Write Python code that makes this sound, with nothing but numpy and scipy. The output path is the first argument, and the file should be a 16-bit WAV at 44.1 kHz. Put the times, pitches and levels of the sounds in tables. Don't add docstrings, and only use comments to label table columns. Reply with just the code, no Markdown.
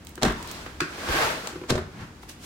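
import sys
import numpy as np
from scipy import signal
from scipy.fft import rfft, irfft, next_fast_len
from scipy.io import wavfile

SR = 44100
rng = np.random.default_rng(int(sys.argv[2]) if len(sys.argv) > 2 else 0)


def store_pcm(level_fs):
    pcm = np.round(np.clip(level_fs, -1, 1) * 32767).astype(np.int16)
    wavfile.write(sys.argv[1], SR, np.atleast_2d(pcm).T)


N = 108045

# start_s, rise_s, board_db, thud_hz, thud_db, slap_db, crack_db
CONTACTS = [(0.217, .0014, -48, 606, -36, -32.5, -41), (0.2234, .0003, -31, 640, -14, -29, -22.5),
            (0.2311, 0.00017, -32.5, 434, -12, -22, -14), (.2404, .001, -32, 343, -13.5, -40, -40),
            (.2512, 0.0023, -18.5, 243, -11.5, -19.5, -23.5), (0.2626, .0024, -42, 185, -15, -27.5, -35),
            (.283, 0.012, -32.5, 434, -27, -27.5, -32.5), (.307, 0.012, -42, 303, -23, -28, -67),
            (1.705, 0.0062, -28, 218, -17.5, -23.5, -17.5), (1.7131, 0.00088, -21, 370, -17.5, -45, -47),
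            (1.7227, .001, -28, 213, -14, -52, -51), (1.7546, 0.00062, -33, 390, -14.5, -36, -32),
            (1.76, 0.0025, -29.5, 90, -39, -40, -37), (1.779, .0026, -31, 357, -27, -28.5, -55),
            (1.79, 0.00086, -36, 410, -26, -48, -60), (1.815, 0.0026, -43, 403, -34, -48, -60)]
# freq_hz, gain_db
SLAP = [(40, -46), (120, 2.5), (500, -4.5), (1000, 4.5), (1600, 1.5), (2200, -4), (4500, -14.5),
        (8000, -24), (16000, -30)]
# freq_hz, gain_db
CRACK = [(40, -49), (150, 5), (700, 1.5), (1600, -3), (2700, -3), (3900, -1.5), (6000, -5), (8500, -8),
         (10500, -18.5), (16000, -25)]
BOARD_BLOOM_S = 0.0012


def undb(db):
    return 10 ** (np.asarray(db) / 20)


def times():
    return np.arange(N) / SR


def over_hz(points, hz):
    knots_hz, values = np.array(points, float).T
    return np.interp(np.log(hz + 1), np.log(knots_hz), values)


def colour(x, points):
    size = 2 * next_fast_len(N // 2 + SR // 4)
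    gain = undb(over_hz(points, np.fft.rfftfreq(size, 1 / SR)))
    cepstrum = irfft(np.log(gain / np.sqrt(np.mean(gain ** 2))))
    cepstrum[1:size // 2] *= 2
    cepstrum[size // 2 + 1:] = 0
    return irfft(rfft(x, size) * np.exp(rfft(cepstrum)))[..., :N]


def noise(apart_hz=810):
    size = 2 * next_fast_len(N // 2 + 1)
    hz = np.fft.rfftfreq(size, 1 / SR)
    alike = 1 / (1 + (hz / apart_hz) ** 2.16)
    mid, side = rfft(rng.standard_normal((2, size))) * np.sqrt(np.array([1 + alike, 1 - alike]) / 2)
    return irfft(np.array([mid + side, mid - side]))[:, :N]


def swell(rows):
    t, power = times(), 0
    for peak_s, rise_s, decay_s, level_db in rows:
        falloff = np.maximum((peak_s - t) / rise_s, (t - peak_s) / decay_s)
        power += (undb(level_db) * np.exp(-np.minimum(falloff, 20))) ** 2
    return np.sqrt(power)


def burst(rows, points):
    return colour(noise() * swell(rows), points)


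def ring(blows, modes, bloom_s):
    t, push = times()[:SR], np.zeros(N)
    for start_s, level_db in blows:
        push[int(start_s * SR)] -= undb(level_db)
    body = sum(undb(db) * np.sin(2 * np.pi * hz * t) * np.exp(-np.log(1000) * t / t60_s)
               for hz, db, t60_s in modes)
    return signal.fftconvolve(push, body * (1 - np.exp(-t / bloom_s)))[:N]


def landings(thud_cycles=9.5):
    # freq_hz, level_db, t60_s
    boards = [(72.4, -11, 0.34), (98.7, -13, 0.29), (145.8, 0.5, 0.17), (183.2, -10, 0.12),
              (236.7, -6.5, 0.3), (304, -7, 0.077), (368, -8, 0.19), (467.4, -13, 0.12), (548, -12, 0.072),
              (620, -13, 0.081), (760, -19, 0.044), (907, -16, 0.048)]
    # freq_hz, level_db, t60_s
    sway = [(73.4, 0, 0.36), (89.4, 8, 0.26), (368, 3, 0.17), (409.4, -2, 0.23), (575, 1.5, 0.19),
            (665, -2, 0.11)]
    # freq_hz, level_db, t60_s
    cover = [(1515, -13, 0.19), (2160, -15, 0.04), (3335, -10, 0.033), (3695, -0.5, 0.024),
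             (4130, -1.5, 0.03), (5540, -9, 0.027), (7340, -5, 0.02)]
    # peak_s, rise_s, decay_s, level_db
    puffs = [(0.276, 0.013, 0.052, -28), (.42, 0.037, 0.19, -44.5), (1.095, 0.011, 0.024, -28),
             (1.24, 0.068, 0.09, -47.5), (1.712, 0.0091, 0.036, -35)]
    # freq_hz, gain_db
    puff_colour = [(12, -50), (30, 5), (45, 4), (85, -5), (150, -16), (300, -10), (1000, -56)]
    # freq_hz, gain_db
    flutter = [(15, -45), (55, -12), (100, -21), (180, -2.5), (400, -0.5), (700, 1), (1000, -25.5),
               (2000, -32), (8000, -61)]
    start_s, rise_s, board_db, thud_hz, thud_db, slap_db, crack_db = np.array(CONTACTS).T
    out = ring(zip(start_s, board_db), boards, BOARD_BLOOM_S)
    out += ring([(1.741, -29)], sway, bloom_s=0.013)
    for at_s, hz, db in zip(start_s, thud_hz, thud_db):
        out += ring([(at_s, db)], [(hz, 0, thud_cycles / hz)], bloom_s=0.00042)
    out += ring(zip(start_s, crack_db - 5), cover, bloom_s=0.00018)
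    out = out + burst(puffs, puff_colour)
    paper = (thud_db - 11.5, 0.01, flutter), (slap_db, 0.011, SLAP), (crack_db, 0.0041, CRACK)
    for levels_db, decay_s, spectrum in paper:
        out += burst([(s, rise, decay_s, db) for s, rise, db in zip(start_s, rise_s, levels_db)], spectrum)
    return out


def clicks(boost_db=11, hard_rise_s=0.00042):
    hits = np.zeros(N)
    for start_s, rise_s, *_, crack_db in CONTACTS:
        hits[int(start_s * SR)] += undb(crack_db + boost_db) * np.exp(-rise_s / hard_rise_s)
    return colour(hits, CRACK)


def knock(start_s=0.8042, lag_s=0.0121):
    # freq_hz, gain_db
    edge_colour = [(50, -40), (150, -8.5), (400, -8), (750, -15), (1150, -6), (1550, 3.5), (2050, -11),
                   (2500, -4.5), (3300, -16), (4700, -10), (6500, -21.5), (7600, -21), (10000, -32),
                   (16000, -36)]
    # freq_hz, level_db, t60_s
    planks = [(160.7, -0.5, 0.12), (300, 2, 0.094), (344, 7.5, 0.11)]
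    clack = (start_s, 0.0003, 0.0058, -17)
    rasp = (start_s + lag_s, 0.004, 0.025, -28.5)
    return burst([clack, rasp], edge_colour) + ring([(start_s + lag_s, -28)], planks, BOARD_BLOOM_S)


def sliding(grains_per_s=1200, grain_s=0.00021, grain_share=0.17, judder_hz=70.3, judder_db=0.8):
    # time_s, level_db
    drag = [(0.329, -46.5), (.39, -43), (.45, -44), (.51, -41.5), (.58, -41.5), (.67, -44), (.73, -49.5),
            (.8, -49.5)]
    # time_s, level_db
    push = [(.83, -49.5), (.92, -41), (.98, -37.5), (1.061, -34), (1.125, -27), (1.19, -26.5), (1.234, -25),
            (1.3, -30.5), (1.39, -37), (1.44, -38.5), (1.484, -36.5), (1.54, -46), (1.68, -54)]
    # freq_hz, gain_db
    slow_rub = [(60, -9.5), (200, 4.5), (380, 3.5), (700, 0.5), (1500, -0.5), (2400, -4.5), (4500, -7),
                (8000, -13.5), (11000, -19.5), (16000, -24)]
    # freq_hz, gain_db
    fast_rub = [(60, -16), (160, -2), (240, -26), (330, -6.5), (600, 0.5), (1000, -3.5), (1550, -2.5),
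                (2300, -6.5), (4500, -12), (8000, -21.5), (11000, -24), (16000, -25)]
    crossfade_db, right_lag_s = -31, 0.00017
    level_db = np.interp(times(), *np.array(drag + push).T, left=-100, right=-100)
    catches = (rng.random(N) < grains_per_s / SR) * rng.exponential(size=N)
    grains = np.maximum(signal.lfilter([1], [1, -np.exp(-1 / (grain_s * SR))], catches), 0)
    roughness = np.sqrt(1 - grain_share + grain_share * grains / grains.mean())
    judder = np.interp(times() * judder_hz, np.arange(N), rng.standard_normal(N))
    friction = noise() * roughness * undb(level_db + judder_db * judder)
    fast = 1 / (1 + undb(crossfade_db - level_db) ** 2)
    rub = colour(friction * fast, fast_rub) + colour(friction * (1 - fast), slow_rub)
    left, right = rub + rub_resonances(friction)
    return np.array([left, np.roll(right, int(right_lag_s * SR))])


def rub_resonances(friction, passing_s=0.061):
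    # freq_hz, width_hz, level_db, peak_s
    modes = [(346, 22, -12, 1.104), (470, 56, -15, 1.13), (490, 24, -12.5, 1.32), (622, 47, -9.5, 1.274),
             (790, 17, -9, 1.22), (896, 35, -11.5, 1.264), (1105, 62, -12, 1.09), (1250, 56, -17, 1.28),
             (1540, 120, -8, 1.135), (1750, 110, -22, 1.2), (950, 55, -5, 0.41)]
    out = 0
    for hz, width_hz, level_db, peak_s in modes:
        near = np.exp(-0.5 * ((times() - peak_s) / passing_s) ** 2)
        band = signal.lfilter(*signal.iirpeak(hz, hz / width_hz, fs=SR), friction * near)
        out += undb(level_db) * np.sqrt(SR / np.pi / width_hz) * band
    return out


def bumps():
    # start_s, ring_db, scuff_db
    touches = [(0.178, -33, -35), (0.663, -42, -31), (1.529, -33.5, -45), (1.5567, -27.5, -40.5),
               (1.615, -29.5, -40), (1.6375, -34, -38.5), (2.232, -52, -39.5)]
    # freq_hz, level_db, t60_s
    spine = [(161.6, -12, 0.28), (322, -2, 0.065), (363.4, 2, 0.068), (487, -5.5, 0.075)]
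    body = ring([(start_s, db) for start_s, db, _ in touches], spine, bloom_s=0.0022)
    return body + burst([(start_s, 0.001, 0.007, db) for start_s, _, db in touches], SLAP)


def ticks():
    # start_s, level_db, left_minus_right_db, tilt_db_per_octave, decay_s, click_db
    snaps = [(0.049, -39, -8, 9, 0.002, 9), (.070, -32.5, -3, -3, 0.0022, 2),
             (0.0927, -37, -6, 7, 0.0018, 4), (0.1554, -30.5, -2, 2, 0.002, -4),
             (0.323, -32, -2, 0, .002, -2), (0.427, -34, -3, -1.5, 0.0047, 8),
             (0.475, -33.5, 1, 1, 0.0028, 12), (.5135, -30.5, -2, 1, 0.0054, 9),
             (0.8055, -22, 5, -2, .0015, 2), (1.473, -21.5, 5, -3.5, 0.0022, 8.5)]
    # freq_hz, gain_db
    snap_colour = [(100, -25), (1500, -4), (4000, 2), (8000, 3.5), (11000, -7), (16000, -3)]
    out = 0
    for start_s, level_db, pan_db, tilt, decay_s, click_db in snaps:
        snap = undb(-2.5) * noise() * swell([(start_s, 0.0001, decay_s, 0)])
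        snap[:, int(start_s * SR)] += undb(click_db)
        tilted = [(hz, db + tilt * np.log2(hz)) for hz, db in snap_colour]
        out += colour(snap, tilted) * undb(level_db + np.array([[pan_db], [-pan_db]]) / 2)
    return out


def hands():
    # peak_s, rise_s, decay_s, level_db
    palm = [(2.02, 0.068, 0.043, -36.5)]
    # freq_hz, gain_db
    palm_colour = [(50, -12), (100, 12), (190, 6.5), (350, -4), (700, -9), (1400, -4), (2500, -12.5),
                   (6000, -22), (16000, -39)]
    # peak_s, rise_s, decay_s, level_db
    wipes = [(.085, 0.015, 0.026, -52.5), (2.229, 0.0099, 0.019, -50.5), (2.296, 0.0064, 0.0099, -37),
             (2.316, .006, 0.011, -45), (2.445, 0.025, .05, -42)]
    # freq_hz, gain_db
    wipe_colour = [(200, 2), (1000, 3.5), (3000, 7.5), (8000, 4.5), (11000, -1), (16000, -5)]
    return burst(palm, palm_colour) + burst(wipes, wipe_colour)


def pages():
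    # peak_s, rise_s, decay_s, level_db
    rustles = [(.492, .016, .03, -41.5), (.55, .02, 0.043, -44.5)]
    # freq_hz, gain_db
    rustle_colour = [(200, -28), (1500, -12), (2500, -2), (4200, 4), (6000, -5), (9000, -10), (16000, -22)]
    return burst(rustles, rustle_colour)


def room(direct, gap_s=0.0047):
    # freq_hz, gain_db
    tail_colour = [(50, -9.5), (150, -3), (350, -1.5), (700, -2.5), (1500, 4), (4000, -1.5), (14000, 1)]
    # freq_hz, t60_s
    decay = [(100, 0.48), (500, 0.43), (1500, 0.42), (5000, 0.39), (14000, 0.14)]
    t, hz = times()[:SR], np.fft.rfftfreq(SR, 1 / SR)
    spectrum = rfft(colour(noise(), tail_colour)[:, :SR])
    centres_hz = 125 * 2. ** np.arange(8)
    tail = 0
    for centre_hz, weights in zip(centres_hz, np.eye(8)):
        rate = np.log(1000) / over_hz(decay, centre_hz)
        band = irfft(spectrum * over_hz(list(zip(centres_hz, weights)), hz))
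        tail += band * np.exp(-rate * t) * np.sqrt(2 * rate / SR)
    onset = np.clip(t / gap_s - 1, 0, 1)
    return signal.fftconvolve(direct, tail * onset, axes=1)[:, :N]


def ambience():
    # freq_hz, gain_db
    rumble = [(20, -40), (45, -0.5), (80, 4.5), (120, -5.5), (170, -3), (300, -5), (500, -15.5),
              (1400, -18), (3000, -23.5), (7000, -29), (11000, -37), (16000, -41.5)]
    return colour(noise(), rumble)


def scene():
    direct = landings() + clicks() + knock() + bumps() + ticks() + sliding() + hands() + pages()
    return direct + undb(-5) * room(direct) + undb(-46) * ambience()


def record(dry):
    # freq_hz, left_minus_right_db
    balance = [(60, 1), (125, 2), (330, -0.5), (600, 0.5), (1100, 1.5), (2400, -1.5), (4400, -1.4),
               (8000, 0.2), (14000, -4)]
    cutoff_hz = 15850
    size = 2 * next_fast_len(N // 2 + SR // 10)
    lean_db = over_hz(balance, np.fft.rfftfreq(size, 1 / SR))
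    heard = irfft(rfft(dry, size) * undb(np.array([lean_db, -lean_db]) / 2))[:, :N]
    return signal.sosfilt(signal.ellip(10, 0.1, 80, cutoff_hz, fs=SR, output="sos"), heard)


dry = scene()
out = record(dry)
store_pcm(out)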